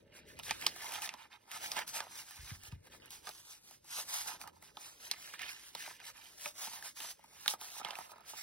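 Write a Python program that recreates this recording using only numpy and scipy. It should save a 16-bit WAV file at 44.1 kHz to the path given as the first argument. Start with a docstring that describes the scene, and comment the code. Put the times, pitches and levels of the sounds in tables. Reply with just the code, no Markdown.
"""Card in a paper pocket

Hands slide a card in and out of a paper pocket above a craft table, close to two microphone ports.
Rubbing strokes are clumped stick-slip clicks: sliding fibres hiss, bending creases crackle.
Creases flip with sharp noise bursts through resonances, and the hollow pocket rings near 900 Hz.
The card taps once as a decaying sine; wrist bumps are sagging sines over faint filtered-noise rumble and hiss."""
import sys
import numpy as np
from scipy import signal
from scipy.io import wavfile
from scipy.ndimage import uniform_filter1d

SR = 44100
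rng = np.random.default_rng(int(sys.argv[2]) if len(sys.argv) > 2 else 0)


def ratio(d):
    """dB to gain"""
    e = np.asarray(d, float) / 20
    return 10 ** e


def waveform_to_disk(signal):
    """Save audio, clipped to [-1, 1], as 16-bit WAV at the path in sys.argv[1]."""
    frames = np.transpose(np.atleast_2d(signal))
    scaled = np.clip(frames, -1, 1) * 32767
    samples = np.round(scaled).astype(np.int16)
    wavfile.write(sys.argv[1], SR, samples)


N = 371322

# hand strokes: (peak time [s], swell [s], fade [s], sliding level at 8.5-12.5 kHz [dB], flexing level [dB])
STROKES = [(0, 0.007, 0.05, -83.5, -75), (0.069, 0.018, 0.041, -91.5, -74),
           (0.174, 0.033, 0.026, -64.5, -61), (0.18, 0.073, 0.063, -83, -62),
           (0.255, 0.024, 0.038, -96, -67.0), (0.296, 0.029, 0.066, -68, -62),
           (0.392, 0.029, 0.051, -73, -60), (0.445, 0.017, 0.054, -55.5, -67),
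           (0.497, 0.032, 0.095, -57.5, -47.5), (0.622, 0.04, 0.062, -58, -48.5),
           (0.676, 0.066, 0.054, -59.5, -48.5), (0.881, 0.16, 0.062, -55, -52.5),
           (0.938, 0.03, 0.065, -52, -48), (1.045, 0.03, 0.031, -48.5, -49),
           (1.127, 0.28, 0.052, -73.0, -61), (1.212, 0.047, 0.054, -68.5, -56.5),
           (1.33, 0.024, 0.041, -70.5, -58), (1.425, 0.043, 0.081, -81, -75),
           (1.522, 0.0081, 0.019, -59.0, -60), (1.565, 0.061, 0.027, -54.5, -49.5),
           (1.656, 0.053, 0.035, -49.5, -47), (1.722, 0.038, 0.071, -55, -52.5),
           (1.773, 0.017, 0.055, -52, -41.5), (1.88, 0.012, 0.051, -52.5, -62),
           (1.949, 0.015, 0.11, -58.5, -51.5), (1.953, 0.021, 0.039, -45.5, -51),
           (2.201, 0.098, 0.041, -54.5, -57), (2.322, 0.09, 0.24, -61.5, -60.0),
           (2.493, 0.081, 0.076, -58, -56.5), (2.672, 0.053, 0.02, -59.5, -57.0),
           (2.717, 0.041, 0.054, -74.5, -64.5), (2.802, 0.038, 0.033, -85, -78.5),
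           (2.867, 0.033, 0.022, -68.5, -64), (2.943, 0.036, 0.04, -66, -61.5),
           (3.061, 0.072, 0.039, -75, -61.5), (3.126, 0.024, 0.069, -57.5, -66),
           (3.283, 0.038, 0.039, -58.5, -58), (3.397, 0.14, 0.031, -63, -76.0),
           (3.51, 0.078, 0.078, -60.5, -65), (3.698, 0.073, 0.077, -64.5, -73),
           (3.985, 0.082, 0.046, -45.5, -52.5), (4.145, 0.012, 0.015, -44, -73),
           (4.155, 0.076, 0.11, -46.0, -72), (4.276, 0.0089, 0.015, -48.5, -68),
           (4.291, 0.021, 0.064, -52.5, -49.5), (4.416, 0.02, 0.029, -57.5, -61),
           (4.477, 0.028, 0.028, -73, -61.5), (4.572, 0.046, 0.029, -76, -73),
           (4.644, 0.032, 0.07, -65.5, -65.5), (4.844, 0.074, 0.1, -59, -62),
           (5.069, 0.077, 0.029, -57, -57.5), (5.119, 0.032, 0.044, -67, -56),
           (5.284, 0.15, 0.046, -59.5, -56), (5.34, 0.017, 0.029, -59.5, -49),
           (5.416, 0.029, 0.13, -62.5, -45.5), (5.506, 0.034, 0.035, -54.5, -85),
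           (5.668, 0.26, 0.062, -63, -62.5), (5.817, 0.061, 0.12, -55.0, -51),
           (6.005, 0.012, 0.039, -78, -57.5), (6.087, 0.057, 0.029, -56, -54),
           (6.175, 0.038, 0.06, -65, -61), (6.244, 0.036, 0.17, -65.5, -65.5),
           (6.459, 0.065, 0.05, -51, -58.5), (6.647, 0.073, 0.044, -48.5, -56.5),
           (6.749, 0.082, 0.08, -55, -57.0), (6.853, 0.02, 0.052, -51.5, -56),
           (6.978, 0.016, 0.019, -56, -57), (7.04, 0.064, 0.082, -52.0, -62), (7.11, 0.026, 0.02, -53, -76),
           (7.246, 0.093, 0.032, -78, -70.5), (7.36, 0.013, 0.1, -69, -66), (7.507, 0.024, 0.033, -45, -69),
           (7.52, 0.2, 0.036, -60, -61), (7.577, 0.039, 0.033, -81, -70), (7.633, 0.034, 0.079, -54, -58),
           (7.786, 0.1, 0.025, -53.5, -63), (7.873, 0.059, 0.13, -65, -52), (7.983, 0.04, 0.11, -62, -62),
           (8.096, 0.0053, 0.55, -82, -68.5), (8.114, 0.023, 0.015, -62, -71),
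           (8.303, 0.039, 0.031, -55.5, -63), (8.393, 0.046, 0.24, -54, -55)]
# spectrum of scraping fibres: (frequency [Hz], level [dB per Hz])
SCRAPE_SPECTRUM = [(300, -30), (700, -3), (2000, -5), (4500, 0), (6000, 2.5), (9000, -2.5), (12000, -3.5),
                   (15800, -6.5)]
# spectrum of crackling creases: (frequency [Hz], level [dB per Hz])
CRACKLE_SPECTRUM = [(500, -35.5), (1100, -2.5), (1700, 4), (2700, 2), (4000, -3.5), (5500, -8), (9000, -24)]
# resonances of the pocket's air and walls: (frequency [Hz], width of one pass [Hz], level [dB])
POCKET_MODES = [(754, 433, 2.5), (883, 230, 5.5), (1245, 198, 5)]
# how far the pocket gapes: (time [s], ring level re stroke [dB])
POCKET_GAPE = [(0, -4), (.4, -22), (.95, -0.5), (1.2, -2.5), (1.8, -2), (2.05, 3.5), (2.4, -11.5),
               (3.3, -3), (3.9, -17), (4.15, 1.5), (4.45, 4.5), (4.7, -2.5), (5.5, -15.5), (5.9, -9.5),
               (6.5, -5), (6.9, -8), (7.4, -2), (7.9, 2), (8.15, 6), (8.42, -9)]
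# flipping creases: (onset [s], sheet peak [dB], patch ring [Hz], pocket ring re sheet peak [dB],
# treble crack re sheet peak [dB]); ring and crack levels are rms over the first 10 ms
CREASE_SNAPS = [(.389, -36, 2560, -16.5, -13.5), (.396, -34, 2760, -21, -27), (0.433, -35, 3570, -38, -19),
                (0.481, -38.5, 2940, -15, -13), (.508, -15.5, 2480, -21, -39), (0.612, -36, 2170, -29, -13),
                (.622, -32, 2180, -30, -25), (0.639, -38, 2040, -11, -21), (.664, -8.5, 4500, -30.5, -35.5),
                (.76, -44.5, 1830, -9, -8), (0.92, -37, 2770, -36, -9), (.938, -27.5, 1810, -42, -17),
                (1.019, -28, 2880, -24, -16), (1.058, -27.5, 3510, -40, -25), (1.074, -29, 2280, -24, -38),
                (1.09, -23.5, 2500, -38, -48), (1.138, -31, 1760, -16.5, -29),
                (1.514, -33.5, 2570, -46, -16.5), (1.716, -22.5, 4640, -31, -32),
                (1.766, -27.5, 2470, -12.5, -27), (1.789, -25, 2060, -33, -23), (1.877, -38, 1600, -35, -8),
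                (1.968, -28, 1650, -23, -49), (2.003, -22.5, 1580, -23, -39), (2.308, -42, 1690, -33, -12),
                (2.634, -49.5, 2430, -25, -5), (2.721, -40.5, 1570, -21, -29), (2.869, -46, 1780, -18, -22),
                (3.057, -49.5, 1730, -40, -8.5), (3.105, -44.5, 3500, -20, -6),
                (3.27, -29, 1680, -18.5, -43), (3.29, -28.5, 1440, -22, -18),
                (3.709, -47.5, 2880, -15, -10), (3.843, -56.5, 1600, -11, -10), (3.985, -41, 1715, -8, -9),
                (4.259, -45, 5540, -8, -11), (4.413, -37.5, 2500, -21, -12), (4.436, -43, 1600, -10, -25),
                (4.455, -51, 1700, -5, -21), (4.474, -37.5, 1710, -15.5, -15.5),
                (4.624, -45, 2140, -18, -13), (4.769, -32, 3460, -16.5, -49), (5.112, -16, 4440, -36, -29),
                (5.136, -36, 2010, -20, -32), (5.337, -32.5, 1540, -22, -32), (5.392, -29, 2320, -45, -33),
                (5.417, -29, 1880, -42, -18), (5.749, -27.5, 3860, -20, -25),
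                (5.874, -38.5, 2020, -11.5, -31), (5.909, -45, 2780, -11, -13),
                (6.0, -38.5, 1780, -23.5, -29), (6.052, -48, 4340, -38, -8), (6.457, -24.5, 2500, -20, -29),
                (6.671, -35.5, 3110, -12, -25), (6.733, -46, 2650, -6, -24), (6.824, -36, 1720, -28, -18),
                (7.002, -31, 3150, -23, -20), (7.044, -44, 1600, -9, -20), (7.192, -56.5, 1700, -6, -14),
                (7.239, -50, 1810, -7, -14), (7.459, -21, 1470, -28, -35), (7.478, -10, 3570, -36.5, -27.5),
                (7.536, -31, 1540, -10, -17), (7.612, -36, 3750, -16, -13), (7.765, -41, 2610, -13.5, -32),
                (7.797, -35, 1570, -13.5, -30), (7.812, -40.5, 1840, -5, -31),
                (7.847, -25.5, 3260, -17, -42), (7.885, -33.5, 1640, -17.5, -29),
                (7.906, -26.5, 3260, -26, -44), (7.953, -33, 2620, -38, -39),
                (7.986, -32.5, 1800, -12, -18), (8.006, -43, 1810, -10, -26),
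                (8.116, -44, 1550, -12, -13.5), (8.135, -54, 1600, -6.5, -22), (8.158, -53, 1600, -5, -20),
                (8.18, -51.5, 1800, -6, -18), (8.206, -52, 1600, -9, -15), (8.334, -49, 4970, -1, -28)]
# taps of the stiff card: (time [s], level [dB], frequency [Hz], t60 [s])
CARD_KNOCKS = [(6.457, -38, 600, .12)]
# wrist on the table: (time [s], blow peak [dB], nominal frequency, sags from 1.6 to 0.46 times it [Hz], t60 [s])
WRIST_BUMPS = [(2.389, -48, 76.3, 0.096), (2.429, -46.5, 78, 0.071), (2.516, -38, 107, 0.08),
               (2.681, -51, 70, 0.059), (2.725, -39, 115, 0.096), (2.76, -48, 111, 0.061)]
# rumble of table and room: (time [s], level [dB])
RUMBLE_LEVEL = [(0, -65.5), (.61, -58), (.82, -67), (1.5, -76), (1.69, -65.5), (2.3, -72), (2.6, -73),
                (3.0, -65.5), (3.56, -75), (4.41, -66.5), (4.83, -72), (8.42, -73.5)]
# its spectrum: (frequency [Hz], level [dB per Hz])
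RUMBLE_SPECTRUM = [(18, -27), (30, -5.5), (96, -2.5), (275, -7), (330, -5), (622, -5.5), (700, -27.5),
                   (910, -19), (1540, -120)]
# port pair: (frequency [Hz], left minus right [dB], phase lead of left [rad], likeness at wander 1 [0-1])
PORT_PAIR = [(100, 1, -0.76, 0.95), (188, -1.5, 1.72, 1), (272, -1.5, 0.5, 0.76), (548, 3, 2.3, 0.32),
             (1020, -9, -1, 0.15), (1260, -3.5, -0.07, 0.55), (2070, -1, 0.47, 0.56),
             (2610, -6.5, 0.74, 0.31), (3200, -5, 0.41, 0.27), (4540, -3.5, 1.88, 1),
             (5070, -5.5, 1.38, 0.4), (5540, 1, 1.26, 0.4), (6680, -1, 2.5, 0.99), (7200, 0.5, 3, .998),
             (9120, -0.5, 5.5, 0.67), (12700, 0.5, 8, .99), (13900, 1, 8.5, .998), (14370, -0.5, 10, .98),
             (15900, -1, 11, 0.2)]

EDGE_HZ = 15900  # top of the band


def evened(x):
    """Scales to rms 1."""
    return x / np.sqrt(np.mean(x ** 2) + 1e-20)


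def curve(rows):
    """Columns of a time table, one value a sample."""
    s, *columns = np.transpose(rows)
    return [np.interp(np.arange(N) / SR, s, c) for c in columns]


def add(mix, s, sound):
    """Mixes a sound in at time s."""
    part = mix[round(s * SR):][:len(sound)]
    part += sound[:len(part)]


def colour(x, points):
    """Minimum-phase filter with the given spectrum, so that clicks keep a sharp front."""
    f, db = np.transpose(points)
    hz = np.maximum(abs(np.fft.fftfreq(4096, 1 / SR)), 1)
    log_gain = np.log(ratio(np.interp(np.log(hz), np.log(f), db)))
    taps = np.fft.ifft(np.exp(np.conj(signal.hilbert(log_gain)))).real[:2048]
    return signal.oaconvolve(x, taps)[:len(x)]


def band(x, lo_hz, hi_hz):
    """Band-pass."""
    sos = signal.butter(2, [lo_hz, min(hi_hz, SR / 2.1)], "band", fs=SR, output="sos")
    return signal.sosfilt(sos, x)


def ring(x, hz, width_hz):
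    """One resonance of gain 1."""
    return signal.lfilter(*signal.iirpeak(hz, hz / width_hz, SR), x)


def rustle():
    """Scraping fibres hiss, bending creases crackle, sparser slips drive the pocket, hands push the table top."""
    slide, flex = strokes()
    scrape = colour(slips(per_s=14000, spread_db=2.5, clump_db=1.3, clump_s=0.008), SCRAPE_SPECTRUM)
    scrape /= np.std(band(scrape, 8500, 12500))

    bends = slips(per_s=2600, spread_db=3.4, clump_db=2.2, clump_s=0.006)
    patch_rings = evened(patches(bends, count=24))
    crackle = evened(colour(evened(bends) + ratio(-3.5) * patch_rings, CRACKLE_SPECTRUM))

    hollow = evened(pocket(slips(per_s=1300, spread_db=2.8, clump_db=3, clump_s=0.0029)))
    slide_drive_db = -15.5  # sliding shakes the pocket less than flexing
    shake = ratio(curve(POCKET_GAPE)[0]) * np.hypot(flex, ratio(slide_drive_db) * slide)

    thuds = evened(band(slips(per_s=300, spread_db=3.5, clump_db=0.5, clump_s=0.0067), 50, 410))
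    return ratio(-21.5) * flex * thuds + slide * scrape + flex * crackle + shake * hollow


def strokes():
    """Each stroke swells to its peak and fades along a bell; overlapping strokes add in power."""
    peak_s, swell_s, fade_s, slide_db, flex_db = np.transpose(STROKES)
    edge_drop_db = 10  # below peak, one swell before and one fade after
    t = np.arange(0, N / SR + 0.01, 0.002)
    since = t[:, None] - peak_s
    stretch = since / np.where(since < 0, swell_s, fade_s)
    bell_power = ratio(-edge_drop_db * np.minimum(stretch ** 2, 15)) ** 2
    return [np.interp(np.arange(N) / SR, t, np.sqrt(bell_power @ ratio(db) ** 2))
            for db in (slide_db, flex_db)]


def slips(per_s, spread_db, clump_db, clump_s):
    """Stick-slip clicks of uneven size; they come in clumps that start at once and die away."""
    size = ratio(spread_db * np.minimum(rng.exponential(1, N), 5)) * rng.choice([-1., 1.], N)
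    starts = rng.exponential(1, N) * (rng.random(N) < 1 / (clump_s * SR))
    clumps = np.log(0.6 + signal.lfilter([1], [1, -np.exp(-1 / (clump_s * SR))], starts))
    clicks = size * (rng.random(N) < per_s / SR)
    return clicks * ratio(clump_db * evened(clumps - clumps.mean()))


def patches(x, count):
    """Each slip rings one small stiff patch between two creases."""
    which = rng.integers(0, count, N)
    pitches_hz = np.geomspace(1500, 5500, count) * rng.uniform(0.95, 1.05, count)
    return sum(ring(x * (which == k), hz, 0.027 * hz) for k, hz in enumerate(pitches_hz))


def pocket(x):
    """The hollow between the pocket's two walls: parallel resonances, each passed twice."""
    return sum(ratio(db) * ring(ring(x, hz, w), hz, w) for hz, w, db in POCKET_MODES)


def snaps():
    """A flip is one sharp break and a burst of micro-cracks with a faint after-rattle, through patch and pocket."""
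    out, t = np.zeros(N), np.arange(4000) / SR
    break_s = 0.0015
    since = np.maximum(t - break_s, 0)

    def front(part):  # rms 1 over the first 10 ms
        return part / np.std(part[:441])

    for s, db, hz, pocket_db, crack_db in CREASE_SNAPS:
        cracks = rng.standard_normal(len(t)) * np.minimum(t / break_s, 1) ** 2
        cracks[66] = 7  # the break itself

        def fading(t60_s):
            return cracks * (ratio(-60 * since / t60_s) + ratio(-13.5 - 60 * since / 0.11))

        patch = ring(fading(0.67 * 0.023), hz, 0.21 * hz)
        sheet = patch + ratio(-13.5) * band(fading(0.7 * 0.023), 1340, 6360)
        hollow = pocket(fading(1.22 * 0.023))
        crack = band(fading(0.023), 3300, EDGE_HZ)
        puff = band(band(fading(1.8 * 0.023), 140, 420), 140, 420)  # air pushed out of the pocket
        sound = sheet / abs(sheet).max()
        sound += ratio(pocket_db) * (front(hollow) + ratio(-17) * front(puff))
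        sound += ratio(crack_db) * front(crack)
        add(out, s, ratio(db) * sound)
    return out


def knock():
    """A tap of the stiff card leaves a short low ring: a decaying sine."""
    out, t = np.zeros(N), np.arange(8000) / SR
    for s, db, hz, t60_s in CARD_KNOCKS:
        attack = np.minimum(t / 0.0025, 1)
        add(out, s, ratio(db - 60 * t / t60_s) * attack * np.sin(2 * np.pi * hz * t))
    return out


def table():
    """Soft blows ring the table top for a few sagging cycles, over a low rumble of drifting level."""
    spectrum = [*RUMBLE_SPECTRUM, (2000, -59.5)]  # weak floor from 2 kHz up
    rumble = evened(colour(rng.standard_normal(N), spectrum))
    out, t = ratio(curve(RUMBLE_LEVEL)[0]) * rumble, np.arange(16000) / SR
    for s, db, hz, t60_s in WRIST_BUMPS:
        cycles = hz * (0.46 * t + 0.015 * (1 - np.exp(-t / 0.013)))
        blow = np.sin(2 * np.pi * cycles) * (1 - np.exp(-t / 0.0085)) * ratio(-60 * t / t60_s)
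        # the frame shakes on
        shudder = evened(band(rng.standard_normal(len(t)), 45, 120)) * ratio(-14 - 60 * t / 0.5)
        add(out, s, ratio(db) * (blow / abs(blow).max() + shudder * np.minimum(t / 0.013, 1)))
    return out


def hiss():
    """Air and electronics: steady white noise."""
    return ratio(-93) * rng.standard_normal(N)


def ports(x, wander):
    """The two ports differ in level and phase by frequency; as the hands move, the paths wander at random."""
    hz, t, z = signal.stft(x, SR, nperseg=512, noverlap=384)
    f, *columns = np.transpose(PORT_PAIR)
    lr_db, lead_rad, same = (np.interp(hz, f, c)[:, None] for c in columns)
    spread_rad = wander * np.sqrt(-2 * np.log(np.clip(same, 0.05, 1)))
    drift = rng.standard_normal((2, len(t), len(hz)))
    drift = uniform_filter1d(drift, size=10, axis=2)  # over frequency
    drift = uniform_filter1d(drift, size=36, axis=1)  # over about 0.1 s
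    level_drift, phase_drift = evened(drift).transpose(0, 2, 1)
    half = ratio((lr_db + 2.77 * spread_rad * level_drift) / 2)
    half = half * np.exp(0.5j * (lead_rad + spread_rad * phase_drift))
    return signal.istft(np.array([z * half, z / half]), SR, nperseg=512, noverlap=384)[1][:, :N]


def scene():
    """Rubbing, table and hiss wander widely between the ports; snaps and knock, each at one spot, wander less."""
    flips = ports(snaps() + knock(), wander=0.3)
    spread_out = ports(rustle() + table() + hiss(), wander=0.96)
    return spread_out + flips


def top_cut(x):
    """Nothing passes above the cut-off."""
    return signal.sosfilt(signal.butter(12, 17080, fs=SR, output="sos"), x)


def record(dry):
    """Bass roll-off at 38 Hz and band limit at EDGE_HZ."""
    dry = signal.sosfilt(signal.butter(2, 38, "high", fs=SR, output="sos"), dry)
    limited = signal.oaconvolve(dry, signal.firwin(255, EDGE_HZ, fs=SR)[None], "same", axes=1)
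    return top_cut(limited)


dry = scene()
out = record(dry)
waveform_to_disk(out)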